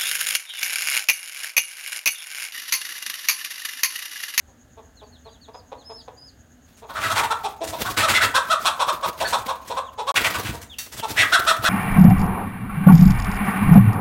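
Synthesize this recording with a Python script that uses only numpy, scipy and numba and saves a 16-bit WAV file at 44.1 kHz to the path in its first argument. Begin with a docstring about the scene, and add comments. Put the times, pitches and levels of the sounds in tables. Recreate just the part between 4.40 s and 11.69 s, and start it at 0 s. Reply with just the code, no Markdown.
"""A narrow brick pen, with a hen at the far end defending her chicks against a snake.
She clucks softly among the peeping chicks, then cackles harshly, puffs from her syrinx ringing throat
and beak, and attacks with beating wings. The bare walls ring around the birds. Feathers and feet stir
on the gritty floor, and something small and hard is knocked once, close to the microphone.
Outside, an insect scrapes out steady chirps in the open air."""
import sys
import numpy as np
from scipy import signal
from scipy.fft import rfft, irfft, next_fast_len
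from scipy.io import wavfile
from scipy.ndimage import uniform_filter1d
from numba import njit

SR = 44100
rng = np.random.default_rng(int(sys.argv[2]) if len(sys.argv) > 2 else 0)


def master(y):
    """Save y as 16-bit WAV."""
    cut = np.clip(np.atleast_2d(y).T, -1, 1)
    pcm = np.round(cut * 32767)  # scale
    wavfile.write(sys.argv[1], SR, pcm.astype(np.int16))


N = 321489
TIME = np.arange(N) / SR


def hen(dull_hz=3800, dull_below_db=-38, db_per_octave=7, gain_db=-.22):
    """The hen's voice from the far end: the softer the call, the duller it is."""
    out = np.zeros(N)
    for start_s, level_db, call in [*soft_clucks(), *cackles()]:
        cutoff_hz = dull_hz * 2 ** (max(level_db - dull_below_db, 0) / db_per_octave)
        add(out, start_s, from_db(level_db + gain_db) * cut(call, cutoff_hz, "low"))
    return out


def soft_clucks(base_hz=233.7, base_db=-44, hz_per_db=2.46):
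    """Low calls to the chicks, beak nearly closed; the pitch rises a little with effort."""
    # clucks: start_s, length_s, level_db
    calls = [(0.076, 0.038, -59), (0.365, 0.043, -46.5), (0.608, 0.043, -47.5), (0.848, .043, -46.5),
             (1.076, 0.029, -46), (1.14, 0.022, -41.5), (1.313, 0.03, -37), (1.49, 0.039, -41),
             (1.674, .021, -40), (2.413, 0.05, -43.5), (6.131, 0.0346, -38)]
    for start_s, length_s, level_db in calls:
        pitch_hz = base_hz + hz_per_db * (level_db - base_db)
        call = cluck(length_s, pitch_hz, rough=.42, early_hz=756, late_hz=770, treble_db=-14.5,
                     chest_db=-.5, chest_hz=440, throat_width_hz=760, tone_db=-3)
        yield start_s, level_db, call


def cackles(rest_hz=1320, slide_share=.14, chest_rest_db=-13.5, chest_db_per_octave=-9.5):
    """Harsh alarm calls: the throat slides toward rest, and the wider it opens, the less chest is heard."""
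    # cackles: start_s, length_s, pitch_hz, throat_hz, roughness (0-1), level_db, relative_treble_db
    calls = [(2.485, 0.042, 424, 1070, 0.8, -37, -10.5), (2.542, 0.06, 648, 1300, 0.88, -28.5, -13.5),
             (2.615, 0.065, 700, 1530, 0.62, -27, -10.5), (2.694, 0.0436, 651, 1210, 0.9, -24, -8),
             (2.753, .067, 454, 1130, .7, -22.5, -7.5), (2.825, 0.032, 465.7, 965, 0.46, -24.5, -16),
             (2.898, 0.04, 464.4, 1090, 0.4, -21.5, -10), (3.033, 0.047, 421.6, 850, 0.44, -26, -9.5),
             (3.202, 0.046, 332, 660, 0.46, -28.5, -14.5), (3.321, 0.041, 332.4, 756, 0.36, -31, -10),
             (3.441, 0.059, 372, 1175, 0.55, -27.5, -13.5), (3.615, 0.055, 647, 1140, 0.37, -20, -6),
             (3.727, 0.071, 713, 1830, 0.56, -19.5, -4.5), (3.796, .061, 706, 1510, 0.76, -19.5, -9),
             (3.936, .058, 527.6, 1266, 0.57, -17, -5.5), (4.09, 0.063, 655.2, 1210, 0.43, -18, -7.5),
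             (4.243, 0.055, 354.5, 1110, 0.56, -20, -1.5), (4.385, .062, 538, 1000, 0.7, -21.5, -7),
             (4.472, .043, 620.7, 1075, 0.65, -20.5, -9), (4.62, 0.053, 559, 1010, 0.63, -23.5, -10.5),
             (4.799, 0.045, 326, 756, 0.95, -24, -9.5), (4.835, 0.041, 839, 1580, 0.52, -28.5, -12),
             (4.919, .046, 515.4, 1045, 0.8, -20.5, -6.5), (5.071, .055, 557.4, 990, 0.74, -25.5, -10),
             (5.29, 0.052, 509, 825, 0.73, -29.5, -10.5), (5.36, 0.044, 538.7, 974, 0.57, -25, -12.5),
             (5.572, 0.056, 468.6, 830, 0.65, -29, -11), (5.663, 0.055, 551.5, 984, 0.51, -24.5, -8.5),
             (5.752, 0.037, 811, 2510, 0.96, -19, -5.5), (5.831, 0.055, 720, 2230, 0.86, -23.5, -19),
             (5.941, 0.0394, 564, 1140, 0.4, -30.5, -18), (6.622, 0.04, 457.7, 906, 0.44, -27, -9.5),
             (6.757, 0.096, 674, 1920, 0.72, -17, -6), (6.914, .059, 745.4, 1485, 0.65, -14, -5.5),
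             (7.058, 0.069, 661.2, 1340, 0.56, -16.5, -4.5), (7.231, 0.07, 655, 1380, 0.84, -18.5, -5)]
    for start_s, length_s, pitch_hz, throat_hz, rough, level_db, treble_db in calls:
        slide = (rest_hz / throat_hz) ** slide_share
        chest_db = chest_rest_db + chest_db_per_octave * np.log2(throat_hz / rest_hz)
        call = cluck(length_s, pitch_hz, rough, throat_hz / slide, throat_hz * slide, treble_db, chest_db)
        yield start_s, level_db, call


def cluck(length_s, pitch_hz, rough, early_hz, late_hz, treble_db, chest_db,
          chest_hz=680, chest_width_hz=300, throat_width_hz=480, tone_db=-1):
    """One call: the syrinx rings chest, beak and a throat resonance moving from early_hz to late_hz."""
    size = int((length_s + .01) * SR)
    progress = np.minimum(np.arange(size) / (length_s * SR), 1)
    push = swell(progress, rise=.38, fall=.21)
    strain = swell(progress, rise=.45, fall=.42)
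    bend = (2 * progress - 1) ** 2   # 1 at the ends, 0 midway
    rough = np.clip(rough, 0, 1) * (.6 + .4 * strain)   # roughest while pressed hard
    source, cycles = syrinx(pitch_hz, rough, bend)
    source = cut(source, .5 * min(early_hz, 1150), "high", order=4)
    # the throat resonance rises and falls as the beak opens and shuts
    throat_hz = early_hz * (late_hz / early_hz) ** (2 * progress - .5) * (1.08 - .63 * bend)
    throat = glide(glide(source, throat_hz, throat_width_hz), throat_hz, 2 * throat_width_hz)
    throat = even(cut(throat, 1.58 * max(early_hz, late_hz), "low", order=5))
    # in a clear call the harmonic nearest that resonance sings out
    harmonic = round((early_hz + late_hz) / (2 * pitch_hz))
    tone = from_db(tone_db) * (1 - rough) ** 2 * np.sin(2 * np.pi * harmonic * cycles)
    chest = rms_one(resonate(source, min(chest_hz, .77 * early_hz), chest_width_hz))
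    body = rms_one((throat + tone + from_db(chest_db) * chest) * push)
    # the treble needs strain, so it starts late and ends early
    treble = rms_one(beak(source, bend) * strain)
    return (body + from_db(treble_db) * treble) * np.sqrt(size / (length_s * SR))


def syrinx(pitch_hz, rough, bend, arch=.19, jitter=.14, shimmer_db=8, doubling=.53):
    """Uneven puffs and rasping air on an arched pitch; returns the sound and its running cycle count."""
    size = len(bend)
    hz = pitch_hz * (1 - arch * bend) * np.exp(jitter * rough * drift(.6 * pitch_hz, size))
    cycles = np.cumsum(hz) / SR
    puffs = np.diff(np.floor(cycles), prepend=0)
    puffs *= from_db(shimmer_db * rough * np.tanh(drift(2 * pitch_hz, size)))
    # strong and weak puffs alternate, which makes the voice hoarse
    puffs *= 1 + doubling * rough * np.cos(np.pi * cycles)
    # air rasps through the opening once a cycle
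    rasp = rough * rms_one(rng.standard_normal(size) * np.cos(np.pi * cycles) ** 2)
    return rms_one(puffs) + .7 * rasp, cycles


def beak(source, bend, beak_hz=3500):
    """The bright resonances of windpipe and beak, rising as the beak opens."""
    # resonances: multiple of beak_hz, width_hz, gain_db
    modes = [(.72, 220, 3.5), (1, 239, 5.5), (1.17, 300, 1.5), (1.6, 350, -4.5), (1.92, 397, -9.5),
             (2.3, 500, -8.5), (2.75, 870, -12), (3.6, 2540, -22)]
    opening = 1.02 - .27 * bend
    ring = sum((-1) ** k * from_db(gain_db) * glide(source, ratio * beak_hz * opening, width_hz)
               for k, (ratio, width_hz, gain_db) in enumerate(modes))
    return even(cut(ring, 2530, "high", order=3))


def wings(crackle_db=2.5, thump_lag_s=.014, thud_s=.034):
    """Each stroke swishes, rubs feather on feather and shoves a puff of air; jumps and landings thud."""
    # wing beats: start_s, nominal_length_s, swish_db
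    wingbeats = [(2.541, 0.079, -42), (2.597, 0.1, -32.5), (2.744, 0.065, -26.5), (2.828, 0.032, -31),
                 (3.563, 0.041, -23), (3.596, 0.035, -25), (3.672, 0.052, -21.5), (3.714, 0.075, -30.5),
                 (3.808, 0.055, -23), (4.796, 0.033, -33.5), (5.754, 0.032, -24.5), (5.831, 0.051, -24.5),
                 (5.932, 0.038, -30.5), (6.041, 0.046, -34.5), (6.085, 0.03, -38.5), (6.743, 0.12, -33.5)]
    # feathers brushing wall or floor: start_s, nominal_length_s, hiss_db
    brushes = [(2.362, 0.044, -57), (2.692, 0.049, -35), (3.231, .027, -38), (3.264, 0.049, -38),
               (3.421, 0.11, -41), (4.202, 0.032, -43), (4.857, 0.067, -35.5), (4.975, 0.029, -43),
               (5.271, 0.027, -43), (6.134, 0.026, -43), (6.209, 0.031, -44), (6.512, .041, -41.5),
               (6.559, 0.043, -40.5), (6.675, 0.052, -39)]
    # jumps and landings: start_s, level_db
    thuds = [(2.585, -41.5), (2.644, -38.5), (3.574, -30), (3.7, -40), (4.812, -40), (5.977, -35),
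             (6.04, -33.5), (6.087, -30), (6.785, -39), (7.185, -36.5)]
    # wing swish: frequency_hz, density_db
    swish_spectrum = [(150, -18), (400, -3), (900, 2.5), (1500, 6), (2400, 4.5), (3500, 0.5), (5000, -6),
                      (8000, -69)]
    # feather hiss: frequency_hz, density_db
    hiss_spectrum = [(1000, -1), (2000, -9.5), (4000, 3), (7000, 5), (10000, 1.5), (15500, -4.5)]
    # air thump: frequency_hz, density_db
    thump_spectrum = [(15, -60), (30, -43), (65, -7), (95, 6.5), (140, -7.5), (300, -9.5), (600, -37)]
    # a beat is mostly swish, a brush mostly hiss
    strokes = [(start_s, length_s, db, db - 5.5, db - 16) for start_s, length_s, db in wingbeats]
    strokes += [(start_s, length_s, db - 6, db, db - 3.5) for start_s, length_s, db in brushes]
    swish, hiss, thump = np.zeros((3, N))
    for start_s, length_s, swish_db, hiss_db, thump_db in strokes:
        stroke = swell(ramp(1.147 * length_s), rise=.33, fall=.34)
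        add(swish, start_s, from_db(swish_db) * stroke)
        add(hiss, start_s, from_db(hiss_db) * stroke)
        add(thump, start_s + thump_lag_s, from_db(thump_db) * stroke)
    for start_s, level_db in thuds:
        add(thump, start_s, from_db(level_db) * swell(ramp(thud_s), rise=.2, fall=.36))
    barbs = rms_one(from_db(crackle_db * drift(700, N)))
    swish *= from_db(5.5) * coloured(swish_spectrum)
    hiss *= from_db(4) * coloured(hiss_spectrum)
    thump *= from_db(4) * coloured(thump_spectrum)
    return barbs * (swish + hiss) + thump


def chicks(peep_s=.057, gain_db=6):
    """Peeps sag and plunge as the air runs out; whistles scoop up, hold with a slight dip, and dive."""
    # short falling peeps: start_s, pitch_hz, level_db
    peeps = [(.562, 4350, -57), (.716, 4430, -58), (0.841, 4400, -57), (.91, 4180, -61.5),
             (1.006, 4600, -55), (1.374, 4470, -58.5), (1.565, 4440, -57), (5.44, 3800, -54),
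             (6.02, 3500, -60), (6.291, 3680, -44.5), (6.569, 3610, -45)]
    # arched whistles: start_s, length_s, top_hz, level_db
    whistles = [(0.625, .05, 4620, -64), (0.88, .065, 4750, -64), (1.13, 0.079, 5140, -55),
                (1.433, 0.2, 5260, -48), (1.763, .146, 5090, -50.5), (4.849, 0.036, 4470, -32.5)]
    out = np.zeros(N)
    for start_s, pitch_hz, level_db in peeps:
        progress = ramp(peep_s)
        sag = 1 - .25 * progress ** 1.7
        plunge = 1 - .1 * progress ** 10
        add(out, start_s, from_db(level_db) * peep(pitch_hz * sag * plunge, rise=.25, fall=.056))
    for start_s, length_s, top_hz, level_db in whistles:
        progress = ramp(length_s)
        scoop = .14 * (1 - progress) ** 10
        dip = .0404 * np.exp(-((progress - .42) / .094) ** 2)
        dive = .4 * progress ** 10
        hz = top_hz * (1 - scoop - dip - dive)
        add(out, start_s, from_db(level_db) * peep(hz, rise=.19, fall=.16))
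    return from_db(gain_db) * out


def peep(hz, rise, fall, overtone_db=-24, waver=.0095):
    """A chick's nearly pure, slightly unsteady whistle along a pitch path."""
    phase = 2 * np.pi * np.cumsum(hz * (1 + waver * drift(138, len(hz)))) / SR
    tone = np.sin(phase) + from_db(overtone_db) * np.sin(2 * phase)
    return swell(np.linspace(0, 1, len(hz)), rise, fall) * tone


def knock(ring_db=-12, ring_t60_s=.23, crack_db=-10, crack_s=.045):
    """Close to the microphone, a sharp crack and the bright ring of a small hard thing."""
    # knocks: start_s, level_db
    hits = [(6.385, -17.5)]
    # the object's modes: frequency_hz, width_hz (unused), level_db
    modes = [(1907, 31, -5), (2720, 25, 3.5), (3720, 87, 1.5), (4500, 25, 3), (5700, 110, 4), (6070, 89, 0),
             (6300, 39, 0), (7700, 33, -14), (7940, 44, -4), (8910, 24, -17), (9100, 25, -19),
             (10240, 41, -22), (11300, 26, -23), (12100, 25, -20), (12300, 38, -17), (14000, 120, -22)]
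    out, t = np.zeros(N), TIME[:SR // 2]
    for start_s, level_db in hits:
        partials = sum(from_db(db) * np.sin(2 * np.pi * (hz * t + rng.random())) for hz, _, db in modes)
        ring = rms_one(partials) * from_db(-60 * t / ring_t60_s)
        crack = cut(rng.standard_normal(len(t)), 1250, "high") * np.exp(-t / crack_s)
        add(out, start_s, from_db(level_db) * (from_db(ring_db) * ring + from_db(crack_db) * crack))
    return out


def rustle(grain_db=3, clump_db=7.5, tick_db=1, ticks_per_s=22, tick_s=.0097):
    """Feathers and feet on the gritty floor: clumped grains, with now and then a sharper tick."""
    # stirring between the strokes: time_s, level_db
    levels = [(2.25, -65), (2.53, -50.5), (2.64, -48), (2.85, -42), (3.06, -48.5), (3.22, -55),
              (3.43, -34.5), (3.56, -37), (3.9, -46), (4.35, -42.5), (5.0, -41), (5.3, -46.5), (5.6, -63),
              (5.78, -28), (6.04, -33.5), (6.25, -56.5), (6.57, -40.5), (7.29, -32.5)]
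    # floor rustle: frequency_hz, density_db
    spectrum = [(20, -40), (50, 21), (100, 18), (400, 20), (1500, 12.5), (4000, 13), (8000, 4),
                (15500, 7.5)]
    level_db = np.interp(TIME, *np.transpose(levels), left=-120)
    grains = rms_one(from_db(grain_db * drift(1200, N) + clump_db * drift(45, N)))
    impulses = rng.random(N) < ticks_per_s / SR
    ticks = signal.lfilter([1], [1, -np.exp(-1 / (tick_s * SR))], impulses + 1e-18)
    return from_db(level_db) * (grains + from_db(tick_db) * ticks) * coloured(spectrum)


def pen(x, tail_db=-5, build_s=.0041, end_wall_s=.049, end_wall_db=-14.5, end_wall_hz=1610):
    """Direct sound, quick echoes off bare brick, a dull one off the end wall, and a darkening tail."""
    # decay of the pen: frequency_hz, t60_s
    decay = [(100, 0.43), (500, 0.44), (1200, 0.48), (4000, 0.19), (8000, 0.29), (15000, 0.23)]
    # echoes off the close walls: delay_s, gain
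    echoes = [(.0021, 0.13), (.0047, 0.12), (.0093, 0.28), (.0162, .22), (.031, 0.088)]
    t = np.arange(int(.8 * SR)) / SR
    edges_hz = np.geomspace(40, 18000, 13)
    white, response = rng.standard_normal((2, len(t))), np.zeros(len(t))
    for k, (low, high) in enumerate(zip(edges_hz, edges_hz[1:])):
        t60_s = at_hz(decay, np.sqrt(low * high))
        response += cut(white[k % 2], [low, high], "band") * from_db(-60 * t / t60_s)
    response *= from_db(tail_db) * (1 - np.exp(-t / build_s)) / np.sqrt(.024 * SR)
    response[0] += 1
    for delay_s, gain in echoes:
        response[round(delay_s * SR)] += gain
    end_echo = signal.unit_impulse(len(t), round(end_wall_s * SR))
    response += from_db(end_wall_db) * cut(end_echo, end_wall_hz, "low")
    return signal.fftconvolve(x, response / np.linalg.norm(response))[:N]


def insect(level_db=-65, pitch_hz=6600, width_hz=380, period_s=.1195, scrape_hz=117):
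    """Outside the pen, chirps made of quick wing scrapes on a narrow resonance."""
    chirps = np.cos(np.pi * (TIME - .335) / period_s) ** 4
    scrapes = 1 + .29 * np.cos(2 * np.pi * scrape_hz * TIME)
    tone = resonate(rng.standard_normal(N) * scrapes, pitch_hz, width_hz)
    return from_db(level_db) * rms_one(tone * (chirps + .17))


def open_air(level_db=-52):
    """A steady, low wash of outdoor noise beyond the walls."""
    # open air: frequency_hz, density_db
    spectrum = [(15, -44), (25, -12), (72, 7), (195, -10), (242, 1.5), (344, -14.5), (734, -14.5),
                (1020, -24), (1650, -15.5), (2350, -29.5), (2840, -25), (5730, -33.5), (6560, -22),
                (7920, -35), (16000, -36)]
    return from_db(level_db) * coloured(spectrum)


def from_db(db):
    """Decibels to gain."""
    return 10 ** (np.asarray(db) / 20)


def rms_one(x):
    """Scale to rms 1."""
    return x / np.sqrt(np.mean(x ** 2) + 1e-20)


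def even(x):
    """Hold the level steady over a few cycles."""
    power = np.maximum(uniform_filter1d(x * x, size=330), 0)
    return x / np.sqrt(power + .02 * np.mean(x * x) + 1e-20)


def at_hz(points, hz):
    """Read a table on a log-frequency axis."""
    points_hz, values = np.transpose(points)
    return np.interp(np.log(hz), np.log(points_hz), values)


def cut(x, hz, kind, order=2):
    """Butterworth filter."""
    return signal.sosfilt(signal.butter(order, np.clip(hz, 10, .45 * SR), kind, fs=SR, output="sos"), x)


def coloured(spectrum):
    """Noise with a given spectral shape, rms 1."""
    size = next_fast_len(N)
    hz = np.maximum(np.fft.rfftfreq(size, 1 / SR), 1)
    shaped = rfft(rng.standard_normal(size)) * from_db(at_hz(spectrum, hz))
    return rms_one(irfft(shaped, size)[:N])


def drift(rate_hz, size):
    """A random wander with a spread near 1."""
    knots = rng.standard_normal(size // 10 + 2)
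    return np.interp(np.arange(size) * rate_hz / SR, np.arange(len(knots)), knots)


def resonate(x, hz, width_hz):
    """Two resonances in series at one frequency, the second twice as wide."""
    for width in (width_hz, 2 * width_hz):
        r = np.exp(-np.pi * width / SR)
        poles = [1, -2 * r * np.cos(2 * np.pi * hz / SR), r * r]
        x = signal.lfilter(np.array([1, 0, -1]) * (1 - r * r) / 2, poles, x + 1e-18)
    return x


@njit
def glide(x, hz, width_hz):
    """A resonance whose centre moves."""
    r, y = np.exp(-np.pi * width_hz / SR), np.zeros(len(x))
    for i in range(2, len(x)):
        drive = (1 - r * r) / 2 * (x[i] - x[i - 2])
        y[i] = drive + 2 * r * np.cos(2 * np.pi * hz[i] / SR) * y[i - 1] - r * r * y[i - 2]
    return y


def ramp(length_s):
    """Progress from 0 to 1."""
    return np.linspace(0, 1, int(length_s * SR))


def swell(progress, rise, fall):
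    """Rounded envelope; rise and fall are shares of its length."""
    return np.sin(np.pi / 2 * np.clip(np.minimum(progress / rise, (1 - progress) / fall), 0, 1)) ** 2


def add(out, start_s, x):
    """Mix a sound in at start_s."""
    at = max(round(start_s * SR), 0)
    out[at:at + len(x)] += x[:max(N - at, 0)]


def scene():
    """One microphone: birds down the ringing pen, knock and rustle dry, insect and air outside."""
    birds = hen() + wings() + chicks()
    return (pen(birds) + knock() + rustle() + insect() + open_air())[None]


def record(dry, bass_hz=38, top_hz=15900, dropout_s=(5.719, 5.742)):
    """The microphone loses the deepest bass; peaks are rounded, the sound drops out once, the top is cut."""
    rounded = .73 * np.tanh(cut(dry, bass_hz, "high", order=4) / .77)
    live = (TIME < dropout_s[0]) | (TIME > dropout_s[1])
    gate = uniform_filter1d(live.astype(float), size=64)
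    return signal.sosfilt(signal.ellip(10, .1, 80, top_hz, fs=SR, output="sos"), gate * rounded)


dry = scene()
out = record(dry)
master(out)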